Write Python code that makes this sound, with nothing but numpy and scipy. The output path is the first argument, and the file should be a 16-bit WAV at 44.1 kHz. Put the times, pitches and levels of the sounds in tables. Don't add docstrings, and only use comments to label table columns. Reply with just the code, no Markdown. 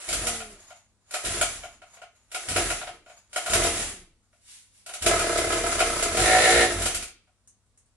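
import sys
import numpy as np
from scipy import signal
from scipy.fft import rfft, irfft
from scipy.io import wavfile
from scipy.ndimage import uniform_filter1d

SR = 44100
rng = np.random.default_rng(int(sys.argv[2]) if len(sys.argv) > 2 else 0)


def output_pcm(signal):
    pcm = np.clip(np.atleast_2d(signal).T, -1, 1) * 32767
    wavfile.write(sys.argv[1], SR, np.round(pcm).astype(np.int16))


N = 351036

# frequency in Hz, level in dB.
AIR_TONE = [(25, -9), (60, -7), (110, -16.5), (150, -16.5), (240, -18.5), (320, -25.5), (1000, -27),
            (2500, -33.5), (5000, -32), (9000, -29), (11500, -39.5)]
# frequency in Hz, level in dB.
HUM = [(100, -72.5), (200, -88.5), (247, -85)]
# when the foot lands in seconds; seconds from then until the crank spins, starts
# to run down and rests; top speed in turns a second; ratchet, pumping, exhaust and rattle levels in dB.
KICKS = [(-.05, .138, .33, .73, 48.1, -30, -46, -51, -32),
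         (1.109, 0.14, 0.28, 0.7, 51, -14, -44.5, -45, -29.5),
         (2.316, 0.17, 0.36, 0.7, 49, -16.5, -44, -47, -31),
         (3.33, .167, .47, .78, 44, -12.5, -41, -44.5, -29.5),
         (4.862, 0.16, 2.125, 2.29, 43.05, -28.5, -45.5, -54, -37)]
# time in seconds, speed in turns a second.
RUNNING_SPEED = [(5.06, 43), (5.17, 40.6), (5.3, 32.7), (5.55, 36.9), (6.08, 30.5), (6.18, 42.7),
                 (6.25, 48.8), (6.3, 57), (6.42, 55.7), (6.55, 59.6), (6.65, 57.4), (6.74, 45.4),
                 (6.879, 40), (7.149, 20.5)]
# time in seconds, opening from 0 (shut) to 1 (wide open).
THROTTLE = [(6.12, 0), (6.25, .7), (6.46, 0.98), (6.61, 0.8), (6.71, 0), (6.87, .3), (6.98, 0)]
# start in seconds, length in seconds, level in dB.
FIRINGS = [(.15, 0.099, -52), (.5, 0.016, -57), (2.565, 0.012, -35), (2.89, .04, -56), (3.535, 0.12, -36),
           (5.06, 0.11, -32), (5.2, 1.427, -34), (6.7, 0.16, -41)]
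# levels in dB at one, two and three times the crank speed.
PUMP_TONES_DB = [2.5, -2.5, -12.5]
# frequency in Hz, level in dB.
CHUFF_TONE = [(25, -39), (75, 3.5), (115, -1), (150, -7), (190, -3.5), (340, -4.5), (600, -23.5),
              (2000, -49)]
RATTLE_TONE = [(150, -26.5), (400, -4), (700, 2), (900, -5), (1400, 0.5), (2200, 3.5), (3100, 1),
               (4300, -1), (5400, -0.5), (7200, 4.5), (9000, 2), (10500, 5), (11800, -17.5)]
# frequency in Hz, width in Hz, level in dB.
PIPE_RINGS = [(347, 25, -1), (470.3, 49, -1), (570, 50, -9), (671, 38, 3), (993, 23, -7), (1295, 57, -1.5),
              (1660, 93, -11), (2066, 40, -4), (2387, 39, -12.5)]
INTAKE_RINGS = [(452, 35, -0.5), (530, 190, -6), (736, 11, 11), (1400, 110, -6.5), (1800, 110, 2),
                (2120, 300, -5), (2850, 250, -8.5), (3900, 780, -14.5)]
# frequency in Hz, level in dB.
SILENCER_TONE = [(60, -29.5), (130, -20.5), (200, -20), (300, -9.5), (850, -18.5), (1500, -21), (3000, -22),
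                 (5000, -20.5), (11000, -31)]
CRACK_TONE = [(100, -40), (300, -24), (550, -14.5), (900, -13.5), (2000, -13), (4000, -13), (7000, -13.5),
              (11000, -17)]
# time in seconds, level in dB, treble in dB (higher is harder).
CLANKS = [(.128, -24.5, 0), (.269, -15.5, -9), (1.412, -10, -11.5), (2.562, -9.5, -17),
          (2.702, -12.5, -18.5), (3.461, -15.5, -16.5), (3.534, -9.5, -9.5), (3.634, -18.5, -8),
          (4.937, -28.5, -5), (5.062, -8.5, -10.5), (5.191, -12, -15), (5.374, -16, -10),
          (5.521, -15, -14.5), (5.791, -11, -16), (5.803, -4, -27.5), (6.025, -19, -5), (6.17, -12, -13.5),
          (6.82, -26, -1.5), (6.857, -20, -3), (6.946, -33.5, 7.5), (7.024, -34.5, -0.5),
          (7.075, -44.5, -2.5)]
# time in seconds, level in dB.
KNOCKS = [(.404, -23.5), (.554, -41), (.705, -31.5), (1.635, -24), (1.818, -33), (1.97, -36.5),
          (2.017, -29), (2.814, -19), (2.873, -20.5), (3.062, -37), (3.097, -33.5), (4.329, -48),
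          (7.274, -52)]
# frequency in Hz, width in Hz, level in dB.
FRAME_RINGS = [(607, 29, -5), (688.3, 59, -1), (739, 41, -2), (1276, 18, -4.5), (1418, 39, -3.5),
               (2290, 520, -7), (3112, 86, -14.5), (7000, 300, -8), (8900, 400, -14.5)]
LEVER_RINGS = [(3180, 6, -6.5), (6160, 6.3, -0.5), (6980, 17, -6), (8600, 9, -5.5), (8460, 6.8, -6)]
# start in seconds, length in seconds, starting pitch in Hz, level in dB.
WHINES = [(0.259, 0.28, 245, -43), (3.88, .16, 203, -54.5)]
# start in seconds, length in seconds, level in dB.
SPRING_RUBS = [(.6, 0.12, -51), (1.085, 0.0098, -56.5), (1.58, 0.056, -46.5), (1.86, 0.11, -55),
               (2.15, 0.039, -59.5), (3.06, 0.16, -61), (4.22, .03, -80)]
PISTON_SLIDES = [(4.34, .07, -68), (4.49, .05, -46.5), (4.75, 0.024, -56)]
# time in seconds, level in dB.
TICKS = [(7.4744, -52.5), (7.6594, -75), (7.7753, -57.5), (7.8594, -69.5)]
# frequency in Hz, level in dB.
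RUB_TONE = [(300, -26), (700, -4), (1000, -6.5), (1400, -6.5), (3000, -11), (5500, -10.5), (6400, -8.5),
            (6750, 5), (7200, -8), (11000, -13)]
SLIDE_TONE = [(300, -24), (1000, -13), (1400, -8), (2800, -1), (4000, -1.5), (9500, 4), (11500, -5)]
TICK_TONE = [(300, -21.5), (1500, -12.5), (5000, -16), (6200, 2.5), (7500, -2), (8750, 4), (9500, 2),
             (11000, -10)]
# frequency in Hz, seconds to fade by 60 dB.
ECHO_FADE = [(100, 0.69), (700, 0.31), (2500, 0.47), (7000, 0.25), (12000, 0.15)]
# frequency in Hz, likeness (1 is the same, 0 unrelated).
ECHO_LIKENESS = [(100, 0.67), (300, 0.94), (700, 0.85), (1400, 0.77), (2800, .05), (5600, -0.12),
                 (10000, 0)]

# level in dB while the slack is taken up,
# dB lost running down, bend of that fall (1 is straight), fade at rest in dB a second.
PUMP_SHAPE, PUFF_SHAPE, RATTLE_SHAPE = (-30, 23, 1.1, 148), (-13.5, 40.5, 0.73, 597), (-9.5, 52.5, 1.56, 705)
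SNATCH_TURNS_PER_S, REST_TURNS_PER_S = 36, 22
BITE_DELAY_S = .03


def from_db(db):
    return 10 ** (np.asarray(db) / 20)


def rms_one(x):
    return x / np.sqrt(np.mean(x ** 2) + 1e-20)


def in_time(rows):
    return np.interp(np.arange(N) / SR, *np.transpose(rows))


def at_hz(rows, hz):
    row_hz, values = np.transpose(rows)
    return np.interp(np.log(np.maximum(hz, 1)), np.log(row_hz), values)


def drift(per_s):
    return rms_one(np.interp(np.arange(N) / SR * per_s, np.arange(4096), rng.standard_normal(4096)))


def keep_band(x, side, hz, order=1):
    return signal.sosfilt(signal.butter(order, hz, side, fs=SR, output="sos"), x)


def coloured(x, tone, size=4096):
    gains = from_db(at_hz(tone, np.linspace(0, SR / 2, size // 2 + 1)))
    cepstrum = irfft(np.log(gains))
    cepstrum[1:size // 2] *= 2
    cepstrum[size // 2 + 1:] = 0
    return signal.oaconvolve(x, irfft(np.exp(rfft(cepstrum))))[:N]


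def resonate(x, rings):
    out = 0
    for k, (hz, width, db) in enumerate(rings):
        r = np.exp(-np.pi * width / SR)
        feedback = [1, -2 * r * np.cos(2 * np.pi * hz / SR), r * r]
        out = out + (-1) ** k * from_db(db) * (1 - r * r) / 2 * signal.lfilter([1, 0, -1], feedback, x)
    return out


def add(track, s, sound):
    at = int(np.clip(s * SR, 0, N - 1))
    track[at:at + len(sound)] += sound[:N - at]


def chatter(decay_s, size=4096):
    t = np.arange(size) / SR
    spectrum = rfft(rng.standard_normal(size) * np.exp(-t / decay_s), 2 * size)
    rush = irfft(spectrum / (abs(spectrum) + 1e-9))[:size] * np.exp(-t / decay_s / 2)
    return rush / np.linalg.norm(rush)


def contact(decay_s, grit):
    touch = grit * chatter(decay_s)
    touch[0] += 1
    return touch / np.linalg.norm(touch)


def swell(s, length_s, rise_db_per_s, fall_db_per_s):
    t = np.arange(N) / SR - s
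    down_db = np.maximum(-t * rise_db_per_s, (t - length_s) * fall_db_per_s)
    return from_db(-np.clip(down_db, 0, 200))


def swells(rows, rise_db_per_s, fall_db_per_s):
    return np.max([from_db(db) * swell(s, length_s, rise_db_per_s, fall_db_per_s)
                   for s, length_s, db in rows], axis=0)


def still_air(rumble_db):
    hum = sum(from_db(db) * np.sqrt(2) * np.sin(2 * np.pi * hz * np.arange(N) / SR) for hz, db in HUM)
    return hum + from_db(rumble_db) * rms_one(coloured(rng.standard_normal(N), AIR_TONE))


def crank_speed(spin_up_s=.04, sag_share=.9):
    points = []
    for foot, spin, coast, rest, top, *_ in KICKS:
        points += [(foot + spin, SNATCH_TURNS_PER_S), (foot + spin + spin_up_s, top),
                   (foot + coast, sag_share * top), (foot + rest, REST_TURNS_PER_S)]
    kicked = [point for point in points if point[0] < RUNNING_SPEED[0][0]]
    return in_time(kicked + RUNNING_SPEED)


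def kick_gain(foot, spin, coast, rest, shape, engage_s=.025, bite_db_per_s=477.5):
    slack_db, run_down_db, bend, stop_db_per_s = shape
    t = np.arange(N) / SR - foot
    slack = np.clip((spin - t) / engage_s, 0, 1)
    spent = np.clip((t - coast) / (rest - coast), 0, 1)
    turning = swell(foot + BITE_DELAY_S, rest - BITE_DELAY_S, bite_db_per_s, stop_db_per_s)
    return turning * from_db(slack_db * slack - run_down_db * spent ** bend)


def engine_gains(speed, throttle, boom_hz=45.1, boom_width_hz=5.5):
    pump = bark = rattle = 0
    for foot, spin, coast, rest, *_, pump_db, puff_db, rattle_db in KICKS:
        pump += from_db(pump_db) * kick_gain(foot, spin, coast, rest, PUMP_SHAPE)
        bark += from_db(puff_db) * kick_gain(foot, spin, coast, rest, PUFF_SHAPE)
        rattle += from_db(rattle_db) * kick_gain(foot, spin, coast, rest, RATTLE_SHAPE)
    fire = swells(FIRINGS, rise_db_per_s=901, fall_db_per_s=210.5)
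    fire *= from_db(7 * np.log2(speed / SNATCH_TURNS_PER_S))
    boom = from_db((5.5 + 7.5 * throttle) / (1 + ((speed - boom_hz) / boom_width_hz) ** 2))
    pump = (pump + from_db(-13) * fire) * boom
    bark = (bark + fire) * from_db(0.63 * throttle)
    rattle = (rattle + from_db(-2.5) * fire) * from_db(5.5 * throttle)
    return pump, bark, rattle


def piston_pumping(turns, waver_db, chuff_db, throb_db):
    tones = sum(from_db(db + waver_db * drift(22)) * np.sin(2 * np.pi * (k * turns + .05 * drift(25)))
                for k, db in enumerate(PUMP_TONES_DB, 1))
    rush = rng.standard_normal(N) * from_db(throb_db * np.cos(2 * np.pi * turns))
    return rms_one(tones) + from_db(chuff_db) * rms_one(coloured(rush, CHUFF_TONE))


def drive_rattle(turns, throb_db, grain_db, ring_db):
    hits = rng.standard_normal(N) * from_db(throb_db * np.cos(2 * np.pi * turns) + grain_db * drift(450))
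    return rms_one(coloured(hits, RATTLE_TONE) + from_db(ring_db) * resonate(hits, FRAME_RINGS))


def exhaust(turns, speed, throttle, lumpy_db, wobble_s, idle_grit, open_grit, puff_s, intake_db):
    pulses, gas = np.zeros(N), np.zeros(N)
    for at in np.flatnonzero(np.diff(np.floor(turns))):
        idling = 1 - throttle[at]
        strength = np.sqrt(SR / speed[at]) * from_db(lumpy_db * idling * np.clip(rng.normal(), -1.5, 1.5))
        s = at / SR + wobble_s * idling ** 4 * rng.normal()
        grit = open_grit + (idle_grit - open_grit) * idling ** 2
        add(pulses, s, np.array([strength]))
        add(gas, s, strength * grit * chatter(puff_s))
    puffs = pulses + keep_band(gas, "high", hz=400) + 1e-12
    pipe = resonate(puffs, PIPE_RINGS) + coloured(puffs, SILENCER_TONE)
    suction = -from_db(intake_db) * resonate(puffs * throttle + 1e-12, INTAKE_RINGS)
    return (pipe + suction) / np.std(pipe)


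def blows():
    rows = CLANKS + [(s, db, -36.5) for s, db in KNOCKS]
    for foot, spin, _, _, _, bite_db, *_ in KICKS:
        rows += [(foot, -34.5, -5),
                 (foot + BITE_DELAY_S, bite_db, -15.5),
                 (foot + spin, -25, -3)]
    return [row for row in rows if row[0] > 0]


def clanks(chatter_s, grit, hard_hz, softening, ring_db):
    thud, hard = np.zeros(N), np.zeros(N)
    for s, db, treble_db in blows():
        blow = from_db(db) * contact(chatter_s, grit)
        muffle_hz = np.clip(hard_hz * from_db(softening * treble_db), 500, 9000)
        add(thud, s, keep_band(blow, "low", muffle_hz))
        add(hard, s, blow * from_db(treble_db))
    snap = keep_band(hard + 1e-12, "high", hard_hz)
    force = thud + from_db(13.5) * snap
    ringing = from_db(ring_db) * resonate(force, FRAME_RINGS) + resonate(force, LEVER_RINGS)
    return ringing + coloured(force, CRACK_TONE)


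def gear_whine(octave_db, sag_hz_per_s, fade_db_per_s):
    out = 0
    for s, length_s, hz, db in WHINES:
        t = np.arange(N) / SR - s
        pitch_hz = (hz - sag_hz_per_s * t) * (1 + 0.0066 * drift(40))
        phase = 2 * np.pi * np.cumsum(pitch_hz) / SR
        gain = from_db(db - fade_db_per_s * np.clip(t, 0, length_s))
        gain *= swell(s, length_s, rise_db_per_s=241.5, fall_db_per_s=241.5)
        out = out + gain * (np.sin(phase) + from_db(octave_db) * np.sin(2 * phase))
    return out


def return_spring(stutter_db):
    slips = rng.standard_normal(N) * from_db(stutter_db * drift(70))
    gain = swells(SPRING_RUBS, rise_db_per_s=244, fall_db_per_s=150.5)
    return gain * rms_one(coloured(slips, RUB_TONE))


def piston_slide():
    gain = swells(PISTON_SLIDES, rise_db_per_s=226, fall_db_per_s=129)
    return gain * rms_one(coloured(rng.standard_normal(N), SLIDE_TONE))


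def ticks(chatter_s, grit):
    touches = np.zeros(N)
    for s, db in TICKS:
        add(touches, s, from_db(db) * contact(chatter_s, grit))
    return coloured(touches, TICK_TONE)


def garage(x, direct_db, bent_db, shadow_hz, early_db, early_s, size=32768):
    t, hz = np.arange(size) / SR, np.linspace(0, SR / 2, size // 2 + 1)
    mid, side = rfft(rng.standard_normal((2, size)))
    alike = np.clip(at_hz(ECHO_LIKENESS, hz), -1, 1)
    stereo_noise = np.sqrt(1 + alike) * mid + np.sqrt(1 - alike) * side * [[1], [-1]]
    echoes, centres = 0, np.array(ECHO_FADE)[:, 0]
    for share, (_, fade_s) in zip(np.eye(len(centres)), ECHO_FADE):
        decay = from_db(-60 * t / fade_s) + from_db(early_db) * np.exp(-t / early_s)
        echoes = echoes + irfft(stereo_noise * np.interp(hz, centres, share)) * decay
    direct = from_db(direct_db) + from_db(bent_db) / (1 + 1j * hz / shadow_hz)
    lag_s = np.array([[3], [0]]) / SR
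    response = rfft(rms_one(echoes)) / np.sqrt(size) + direct * np.exp(-2j * np.pi * hz * lag_s)
    response /= np.sqrt(uniform_filter1d(np.mean(abs(response) ** 2, axis=0), size=41))
    return signal.oaconvolve(x[None], irfft(response)[:, :size * 3 // 4], axes=1)[:, :N]


def scene():
    speed, throttle = crank_speed(), np.clip(in_time(THROTTLE), 0, 1)
    turns = np.cumsum(speed) / SR
    pump, bark, rattle = engine_gains(speed, throttle)
    engine = bark * from_db(5) * exhaust(turns, speed, throttle, lumpy_db=2, wobble_s=.0018,
                                         idle_grit=1.04, open_grit=0.47, puff_s=.008, intake_db=4.5)
    drive = rattle * from_db(0.5) * drive_rattle(turns, throb_db=0.5, grain_db=3.5, ring_db=-3.5)
    metal = from_db(35) * clanks(chatter_s=.0065, grit=3.2, hard_hz=4200, softening=0.19, ring_db=3)
    metal += from_db(34) * ticks(chatter_s=0.0038, grit=1.6445)
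    rubbing = return_spring(stutter_db=4.5) + piston_slide()
    throb = from_db(-0.5) * pump * piston_pumping(turns, waver_db=3.5, chuff_db=-4, throb_db=2.5)
    whine = gear_whine(octave_db=2, sag_hz_per_s=145, fade_db_per_s=46.5)
    engine = garage(engine, direct_db=-10.5, bent_db=-6.5, shadow_hz=1200, early_db=4.5, early_s=0.025)
    clatter = drive + metal + rubbing + still_air(rumble_db=-69.5)
    clatter = garage(clatter, direct_db=-11.5, bent_db=-4, shadow_hz=1080, early_db=5, early_s=0.029)
    return throb + whine + engine + clatter


def record(dry, cutoff_hz=11520):
    heard = keep_band(dry, "high", hz=24, order=2)
    return signal.sosfilt(signal.ellip(12, .3, 85, cutoff_hz, fs=SR, output="sos"), heard)


dry = scene()
out = record(dry)
output_pcm(out)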